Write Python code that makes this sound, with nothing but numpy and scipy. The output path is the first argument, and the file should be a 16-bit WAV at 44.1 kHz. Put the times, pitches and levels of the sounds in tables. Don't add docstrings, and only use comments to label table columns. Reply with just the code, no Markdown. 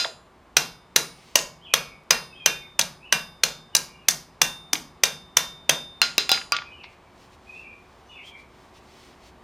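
import sys
import numpy as np
from scipy import signal
from scipy.fft import rfft, irfft
from scipy.io import wavfile
from scipy.ndimage import uniform_filter1d

SR = 44100
rng = np.random.default_rng(int(sys.argv[2]) if len(sys.argv) > 2 else 0)


def linear_from_db(decibels):
    return 10 ** (np.asarray(decibels, float) / 20)


def output_pcm(signal):
    pcm = np.clip(np.atleast_2d(signal).T, -1, 1) * 32767
    wavfile.write(sys.argv[1], SR, np.round(pcm).astype(np.int16))


N = 415995
CLOCK_S = np.arange(N) / SR
LEAD = 2000

# freq_hz, density_db_per_hz
FORGE_AIR = [(12, -53.5), (20, -13.5), (65, 3), (135, -5), (230, -2.5), (323, -6), (361, -5.5), (551, -7),
             (709, -5), (1180, -6), (1280, -11), (3620, -21.5), (14700, -41.5), (16500, -64)]
FORGE_DB = -53.5
# time_s, level_db
DRAUGHT = [(0.0, -2.5), (9.43, 0.5)]
BLOWER_HZ, BLOWER_DB = 367, -62.5

# start_s, peak_db, ring_db, handle_knock_db, knock_hz
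TAPS = [
    (-.02, 1, -17, -41.5, 770),
    (6.0167, 4.5, -20, -25.5, 1413),
    (6.1809, 0.5, -22, -37, 398.6),
    (6.2931, -5.5, -23, -29.5, 772),
    (6.3167, 2, -18, -32, 788),
    (6.5215, -1.5, -13.5, -24.5, 1160),
]
# freq_hz, level_db, t60_s
FACE_MODES = [(1413, -9, .26), (2530, -14, .27), (2745, -14, .28), (3375, -8, .13), (3615, -8, .2),
              (4093, 0, .23), (4272, -23, .4), (4875, -2, .27), (5052, -5, .24), (5488, -12, .24),
              (5870, -22, .3), (6355, -14, .25), (6503, -14, .25), (6584, -24, .3), (6745, -26, .3),
              (6896, -20, .38), (7321, -24, .42), (7558, -24, .25), (8008, -26, .3), (8520, -26, .36),
              (9152, -27, .38), (9981, -30, .43), (10170, -38, .6), (10600, -30, .2), (11300, -32, .2),
              (11980, -26, .18), (12250, -34, .38), (12950, -32, .25), (13320, -26, .1), (14000, -34, .15)]
# freq_hz, level_db, t60_s
SLAP_MODES = [(700, -18, 0.0077), (1076, -17.5, 0.06), (1988, -10, 0.0094), (2600, 5, 0.011),
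              (3662, 0.5, 0.045)]
# freq_hz, density_db_per_hz
CLATTER = [(150, -30), (500, -12), (1400, -3), (3000, 0), (5000, -5), (6800, -11), (7300, -28),
           (16000, -42)]
# freq_hz, density_db_per_hz
CRACK = [(180, -45), (300, -4.5), (3690, 0.5), (4830, -4.5), (6120, 3), (7240, -8.5), (12200, -11),
         (15200, -16), (16000, -22.5), (16800, -46.5)]
# freq_hz, level_db, t60_s, width_octaves
STAND = [(36, -6.5, 0.59, .6), (156.4, 2, 0.86, 0.29), (230, -1.5, 0.52, 0.15), (430, -5, 0.19, .3)]
SIDE_DULL_DB = 13.5

# start_s, peak_db, centre_hz, t60_s
KNOCKS = [
    (0.045, -20.5, 1560, 0.025),
    (.047, -20, 3330, 0.018),
    (.052, -24, 770, 0.043),
    (4.733, -20, 290, 0.045),
    (4.974, -50.5, 3970, 0.0045),
    (6.79, -40, 264, 0.042),
    (6.836, -44.5, 3850, 0.084),
    (6.838, -39.5, 875, .03),
    (6.841, -35.5, 2180, 0.034),
]
KNOCK_OCTAVES = 0.48
# start_s, peak_db, centre_hz
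REBOUNDS = [
    (1.388, -18, 3900),
    (2.812, -12, 4600),
    (3.765, -8.5, 5460),
    (4.108, -15.5, 6000),
    (4.753, -19.5, 2850),
    (5.054, -19.5, 4780),
]
REBOUND_OCTAVES, REBOUND_T60_S = 0.7, 0.025
# start_s, peak_db, centre_hz
ROCKING = [
    (6.344, -22, 2500),
    (6.375, -22, 1900),
    (6.414, -25, 2000),
    (6.545, -22, 1900),
    (6.565, -15, 3000),
    (6.586, -22, 1900),
    (6.62, -28, 1700),
]
ROCK_OCTAVES, ROCK_T60_S = 0.83, 0.023

# start_s, head_db, slap_db, heel_db, waist_db (anvil levels 0.1 s later)
BLOWS = [(0.5681, -9, -11, -47, -51.5), (0.961, -8.5, -11, -53, -69), (1.3561, -8.5, -12.5, -52.5, -60.5),
         (1.738, -11.5, -11.5, -48.5, -53), (2.1074, -11, -8.5, -44.5, -49.5),
         (2.46, -11, -11.5, -40.5, -39.5), (2.7925, -12, -14, -55, -62), (3.1249, -13.5, -10.5, -41.5, -44),
         (3.4353, -12, -13.5, -53.5, -45.5), (3.7505, -9.5, -15.5, -61.5, -68.5),
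         (4.0847, -7, -15, -60, -63.5), (4.4163, -9.5, -13, -42.5, -37), (4.7315, -14.5, -19.5, -69.5, -61),
         (5.0357, -10, -13, -50, -43), (5.3693, -9.5, -12, -50, -38.5), (5.6939, -10.5, -11, -49, -33.5)]
# freq_hz, level_db, t60_s
HEAD_MODES = [(4910, -8, 0.051), (5845, -5, 0.11), (6140, -2.5, 0.18), (7470, -12, 0.026)]
# freq_hz, level_db, t60_s
HEEL_MODES = [(2745, 0, .3), (1530, -9, .35), (1685, -9, .3), (5052, -9, .27), (12250, -22, .4)]
# freq_hz, level_db, t60_s
WAIST_MODES = [(3618, 0, .75), (3472, -16, .3)]
# freq_hz, level_db, t60_s
HORN_MODES = [(4972, 0, .45), (7558, -18, .3), (12460, -17, .3)]
HORN_DB = -35
# freq_hz, level_db, t60_s
BODY_MODES = [(1413, 0, .28), (2230, -10, .7), (2398, 4, .22), (2815, 2, .2), (3760, 0, .2),
              (4095, -6, .24), (5800, -4, .3), (6070, -4, .3), (6335, -4, .25), (8150, -6, .15),
              (9572, -14, .5), (9981, -13, .35), (10180, -21, .6), (11400, -12, .2), (12900, -16, .25),
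              (13300, -10, .14), (14100, -14, .18), (15100, -16, .2)]
# freq_hz, density_db_per_hz
SHAKE = [(300, -11), (900, 4.5), (2500, -2.5), (4400, -8), (6200, -2.5), (7500, -9.5), (14500, -18),
         (15500, -41)]
ROD_MODES, ROD_LOW_HZ, ROD_HIGH_HZ = 90, 1300, 15000
ROD_DB, ROD_T60_S, ROD_SCATTER_DB = -27, 0.23, 5

# peak_s, length_s, level_db
RUSTLE = [(1.273, 0.52, -56.5), (6.93, .1, -64), (7.236, 0.19, -59), (7.34, 0.075, -59.5),
          (7.574, 0.32, -60.5), (7.99, 0.45, -66.5), (8.138, .12, -67.5), (8.286, 0.11, -53.5),
          (8.407, 0.11, -61), (8.633, 0.31, -64), (8.773, 0.081, -58.5), (9.04, 0.47, -56),
          (9.274, 0.13, -55.5)]
# freq_hz, density_db_per_hz
CLOTH = [(1180, -39), (2000, 4), (5190, 1), (7070, -5.5), (13200, -17.5), (15800, -21), (16500, -48.5)]
SWELL_SHARE, STROKE_DROP_DB = 0.65, 19.5

# start_s, length_s, start_hz, end_hz, level_db
SLURS = [
    (1.605, 0.048, 3060, 3370, -57),
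    (1.633, 0.044, 3555, 2345, -48.5),
    (1.853, 0.076, 2600, 2020, -55.5),
    (2.597, 0.039, 2350, 2100, -54),
    (2.999, 0.077, 2346, 3100, -52),
    (6.767, 0.086, 2900, 2010, -53),
    (8.101, 0.025, 2690, 2310, -54),
    (8.143, 0.048, 2880, 2000, -46.5),
    (8.223, .057, 3120, 3320, -53),
    (8.321, 0.041, 2325, 1924, -51.5),
]
# start_s, length_s, pitch_hz, level_db
WHISTLES = [(1.693, 0.06, 2450, -40), (2.301, 0.054, 2600, -53), (2.336, .07, 3150, -53),
            (2.392, 0.13, 2460, -42.5), (3.723, .04, 2960, -55), (3.843, 0.11, 2380, -59.5),
            (3.91, 0.039, 2820, -57), (3.998, 0.063, 2590, -65.5), (6.634, 0.043, 2470, -47),
            (6.702, 0.071, 2930, -55.5), (7.028, 0.056, 2275, -68), (7.464, 0.05, 2490, -45.5),
            (7.528, .043, 3530, -68), (7.538, 0.065, 2680, -48), (7.611, 0.098, 2410, -48.5),
            (8.057, 0.086, 6170, -56.5), (8.077, 0.098, 3490, -64), (8.084, 0.058, 2854, -53.5),
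            (8.285, 0.073, 2306, -52)]
WARBLE = 0.023

# freq_hz, level_db, t60_s
SHOP = [(235, -24.5, 0.46), (510, -24, 0.36), (1030, -28.5, 0.61), (2000, -26, 0.24), (3800, -21.5, 0.33),
        (8000, -25, .24), (14000, -26, .17)]
ECHO_TOP_HZ, TOP_HZ = 15200, 16600
# freq_hz, level_db
SIDE_COLOUR = [(60, -21), (200, -25), (600, -25), (2000, -24), (4400, -23.5), (8100, -11), (14500, -6),
               (16000, -28)]
TRACE_DB, TRACE_KNEE, SIDE_HISS_DB = -25.5, 0.06, -84


def curve(points, size):
    hz, db = np.transpose(points)
    return linear_from_db(np.interp(np.log(np.fft.rfftfreq(size, 1 / SR) + 1), np.log(hz), db))


def colour(x, points):
    y = irfft(rfft(x) * curve(points, len(x)), len(x))
    return y / y.std()


def band(x, hz, octaves):
    grid_hz = np.fft.rfftfreq(len(x), 1 / SR) + 1
    shape = np.exp(-(np.log2(grid_hz / hz) / octaves) ** 2)
    y = irfft(rfft(x) * shape, len(x))
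    return y / y.std()


def fade(t_s, t60_s):
    return np.exp(-np.log(1000) * t_s / max(t60_s, 1e-3))


def walk(rate_hz):
    hold = int(SR / rate_hz)
    steps = np.repeat(rng.standard_normal(N // hold + 1), hold)
    return 0.97 * uniform_filter1d(steps, hold)[:N]


def add(out, start_s, y):
    i = int(round(start_s * SR)) + LEAD
    out[i:i + len(y)] += y[:len(out) - i]


def ring(modes, scatter_db, detune, dull_db=0, size=30000):
    y = np.zeros(size)
    draws = rng.standard_normal((len(modes), 2))
    for (hz, db, t60_s), (size_draw, pitch_draw) in zip(modes, draws):
        t_s = np.arange(min(size, int(t60_s * SR))) / SR
        gain = linear_from_db(db + scatter_db * size_draw - dull_db * np.log2(hz / 1413))
        tone = np.sin(2 * np.pi * hz * (1 + detune * pitch_draw) * t_s)
        y[:len(t_s)] += gain * tone * fade(t_s, t60_s)
    return y


def burst(hz, octaves, t60_s, rise_s, size):
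    t_s = np.arange(size) / SR
    return band(rng.standard_normal(size), hz, octaves) * fade(t_s, t60_s) * np.minimum(t_s / rise_s, 1)


def echo(x, bands, gap_s):
    t_s = np.arange(SR) / SR
    tail = 0
    for hz, db, t60_s in bands:
        build_up = 1 - np.exp(-t_s * hz / 5.8)
        shape = fade(t_s, t60_s) * build_up * (t_s > gap_s)
        noise = band(rng.standard_normal(SR), hz, 0.63)
        tail = tail + linear_from_db(db) * noise * shape / np.sqrt(np.sum(shape ** 2))
    tail = signal.sosfilt(signal.butter(12, ECHO_TOP_HZ, fs=SR, output="sos"), tail)
    return signal.fftconvolve(x, tail)[:len(x)]


def forge():
    swell = walk(0.077)
    spectrum = rfft(colour(rng.standard_normal(N), FORGE_AIR))
    octave = np.log2(np.fft.rfftfreq(N, 1 / SR) + 1)
    air = 0
    for centre in range(4, 15):
        share = np.clip(1 - abs(octave - centre), 0, 1)
        flicker = linear_from_db(0.88 * swell + 0.4 * walk(4.8))
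        air = air + flicker * irfft(spectrum * share, N)
    blade_hz = BLOWER_HZ + 1.2 * walk(4.3)
    tone = np.sin(2 * np.pi * np.cumsum(blade_hz) / SR) * linear_from_db(BLOWER_DB + 1.5 * walk(2.3))
    draught = linear_from_db(np.interp(CLOCK_S, *np.transpose(DRAUGHT)))
    return draught * (linear_from_db(FORGE_DB) * air + tone)


def crack(t60_s, size=3000):
    t_s = np.arange(size) / SR
    return colour(rng.standard_normal(size), CRACK) * fade(t_s, t60_s) * np.minimum(t_s / 0.0001, 1)


def thump():
    return sum(linear_from_db(db) * burst(hz, octaves, t60_s, 2 / hz, size=24000) for hz, db, t60_s, octaves in STAND)


def tapping():
    near, anvil, ground = np.zeros((3, N + LEAD))
    t_s = np.arange(20000) / SR
    for s, peak_db, ring_db, knock_db, knock_hz in TAPS:
        dull_db = SIDE_DULL_DB * (s == TAPS[-1][0])
        add(anvil, s, linear_from_db(peak_db - 1 - dull_db / 2) * crack(0.004))
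        add(near, s, linear_from_db(peak_db - 11.0) * ring(SLAP_MODES[1:], 0.81, 0.16, size=3000))
        clatter = colour(rng.standard_normal(len(t_s)), CLATTER) * fade(t_s, 0.3)
        add(anvil, s, linear_from_db(peak_db - 27) * clatter)
        add(anvil, s, linear_from_db(ring_db) * ring(FACE_MODES, 1.2, 0.00044, dull_db=dull_db))
        handle_modes = [(knock_hz, 0, 0.25), (1.1 * knock_hz, -4, 0.25)]
        add(anvil, s, linear_from_db(knock_db) * ring(handle_modes, 0, 0))
        add(ground, s, linear_from_db(peak_db - 55) * thump())
    return near, anvil, ground


def rattling():
    near = np.zeros(N + LEAD)
    hits = [(s, db, hz, KNOCK_OCTAVES, t60_s) for s, db, hz, t60_s in KNOCKS]
    hits += [(*row, REBOUND_OCTAVES, REBOUND_T60_S) for row in REBOUNDS]
    hits += [(*row, ROCK_OCTAVES, ROCK_T60_S) for row in ROCKING]
    for s, db, hz, octaves, t60_s in hits:
        add(near, s, linear_from_db(db + 1) * burst(hz, octaves, t60_s, 0.0015, size=4000))
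    return near


def weigh(x, slap_db, head_db):
    return irfft(rfft(x) * curve([(4000, slap_db), (5000, head_db)], len(x)), len(x))


def rod():
    place, life = rng.random((ROD_MODES, 2)).T
    hz = ROD_LOW_HZ + (ROD_HIGH_HZ - ROD_LOW_HZ) * place
    shake_hz, shake_db = np.transpose(SHAKE)
    db = np.interp(np.log(hz), np.log(shake_hz), shake_db)
    return list(zip(hz, db, ROD_T60_S * (0.4 + life)))


def forging():
    near, anvil, ground = np.zeros((3, N + LEAD))
    t_s = np.arange(30000) / SR
    scatter_db = 4
    rod_modes = rod()
    choke = 0.16 + 1.0 / (1 + (t_s[:3000] / 0.0044) ** 4)
    lift_off = 1 - np.exp(-t_s / 0.003)
    for s, head_db, slap_db, heel_db, waist_db in BLOWS:
        add(near, s, -linear_from_db(slap_db - 0.5) * ring(SLAP_MODES, 1.0, 0.11, size=3000))
        head = choke * ring(HEAD_MODES, scatter_db - 5.5, 0.0052, size=3000)
        add(near, s + 0.0004, linear_from_db(head_db - 1.0) * head)
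        add(near, s, linear_from_db(5) * weigh(choke * crack(0.063), slap_db, head_db))
        add(near, s - 0.0025, linear_from_db(slap_db - 25.5) * crack(0.043))
        add(ground, s, linear_from_db(slap_db / 2 - 39.5) * thump())

        rings = linear_from_db(slap_db - 25.0) * ring(BODY_MODES, scatter_db, 0.00027)
        chatter = weigh(colour(rng.standard_normal(len(t_s)), SHAKE), slap_db, head_db)
        rings += linear_from_db(-15.0) * chatter * fade(t_s, 0.3)
        rings += linear_from_db(ROD_DB) * weigh(ring(rod_modes, ROD_SCATTER_DB, 0.01), slap_db, head_db)
        families = [(HEEL_MODES, heel_db), (WAIST_MODES, waist_db), (HORN_MODES, slap_db + HORN_DB)]
        for modes, later_db in families:
            start_db = later_db + 6 / modes[0][2] - 1
            rings += linear_from_db(start_db) * ring(modes, 1.0, 0.0002)
        anvil[int(s * SR) + LEAD:] *= 0.1
        add(anvil, s, rings * lift_off)
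    return near, anvil, ground


def rustle():
    gain = 0
    for peak_s, length_s, db in RUSTLE:
        before = (peak_s - CLOCK_S) / SWELL_SHARE
        after = (CLOCK_S - peak_s) / (1 - SWELL_SHARE)
        away = np.maximum(before, after) / length_s
        gain = gain + linear_from_db(db - STROKE_DROP_DB * np.minimum(away, 4) ** 2)
    grains = rng.standard_normal(N) * linear_from_db(1.5 * rng.exponential(size=N))
    return gain * colour(grains, CLOTH)


def songbird():
    out = np.zeros(N + LEAD)
    warble = 1 + WARBLE * walk(150)
    level_notes = [(s, length_s, hz, hz, db) for s, length_s, hz, db in WHISTLES]
    for s, length_s, start_hz, end_hz, db in level_notes + SLURS:
        u = np.linspace(0, 1, int(length_s * SR))
        hz = (start_hz + (end_hz - start_hz) * u) * warble[int(s * SR):][:len(u)]
        swell = np.sqrt(np.abs(np.sin(np.pi * u)))
        add(out, s, linear_from_db(db) * swell * np.sin(2 * np.pi * np.cumsum(hz) / SR))
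    return 0.25 * out + echo(out, [(2900, 0.0054, 0.42)], gap_s=0.004)


def scene():
    near, anvil, ground = np.add(tapping(), forging())
    near = near + rattling()
    no_bass = signal.butter(2, 320, "high", fs=SR, output="sos")
    near, anvil = signal.sosfilt(no_bass, [near, anvil])
    walls = echo(near + 0.25 * anvil, SHOP, gap_s=0.002)
    mid = (near + anvil + ground + walls + songbird())[LEAD:] + forge() + rustle()
    trace = linear_from_db(TRACE_DB) * np.tanh(mid / TRACE_KNEE)
    side = irfft(1j * rfft(trace) * curve(SIDE_COLOUR, N), N)
    side += linear_from_db(SIDE_HISS_DB) * rng.standard_normal(N)
    return np.array([mid + side, mid - side])


def band_limit(x):
    return signal.sosfilt(signal.butter(12, 17020, fs=SR, output="sos"), x)


def record(dry):
    held = 0.88 * np.tanh(dry / 0.88)
    top_cut = signal.ellip(8, 0.2, 70, TOP_HZ, fs=SR, output="sos")
    mix = signal.sosfilt(top_cut, held)
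    return band_limit(mix)


dry = scene()
out = record(dry)
output_pcm(out)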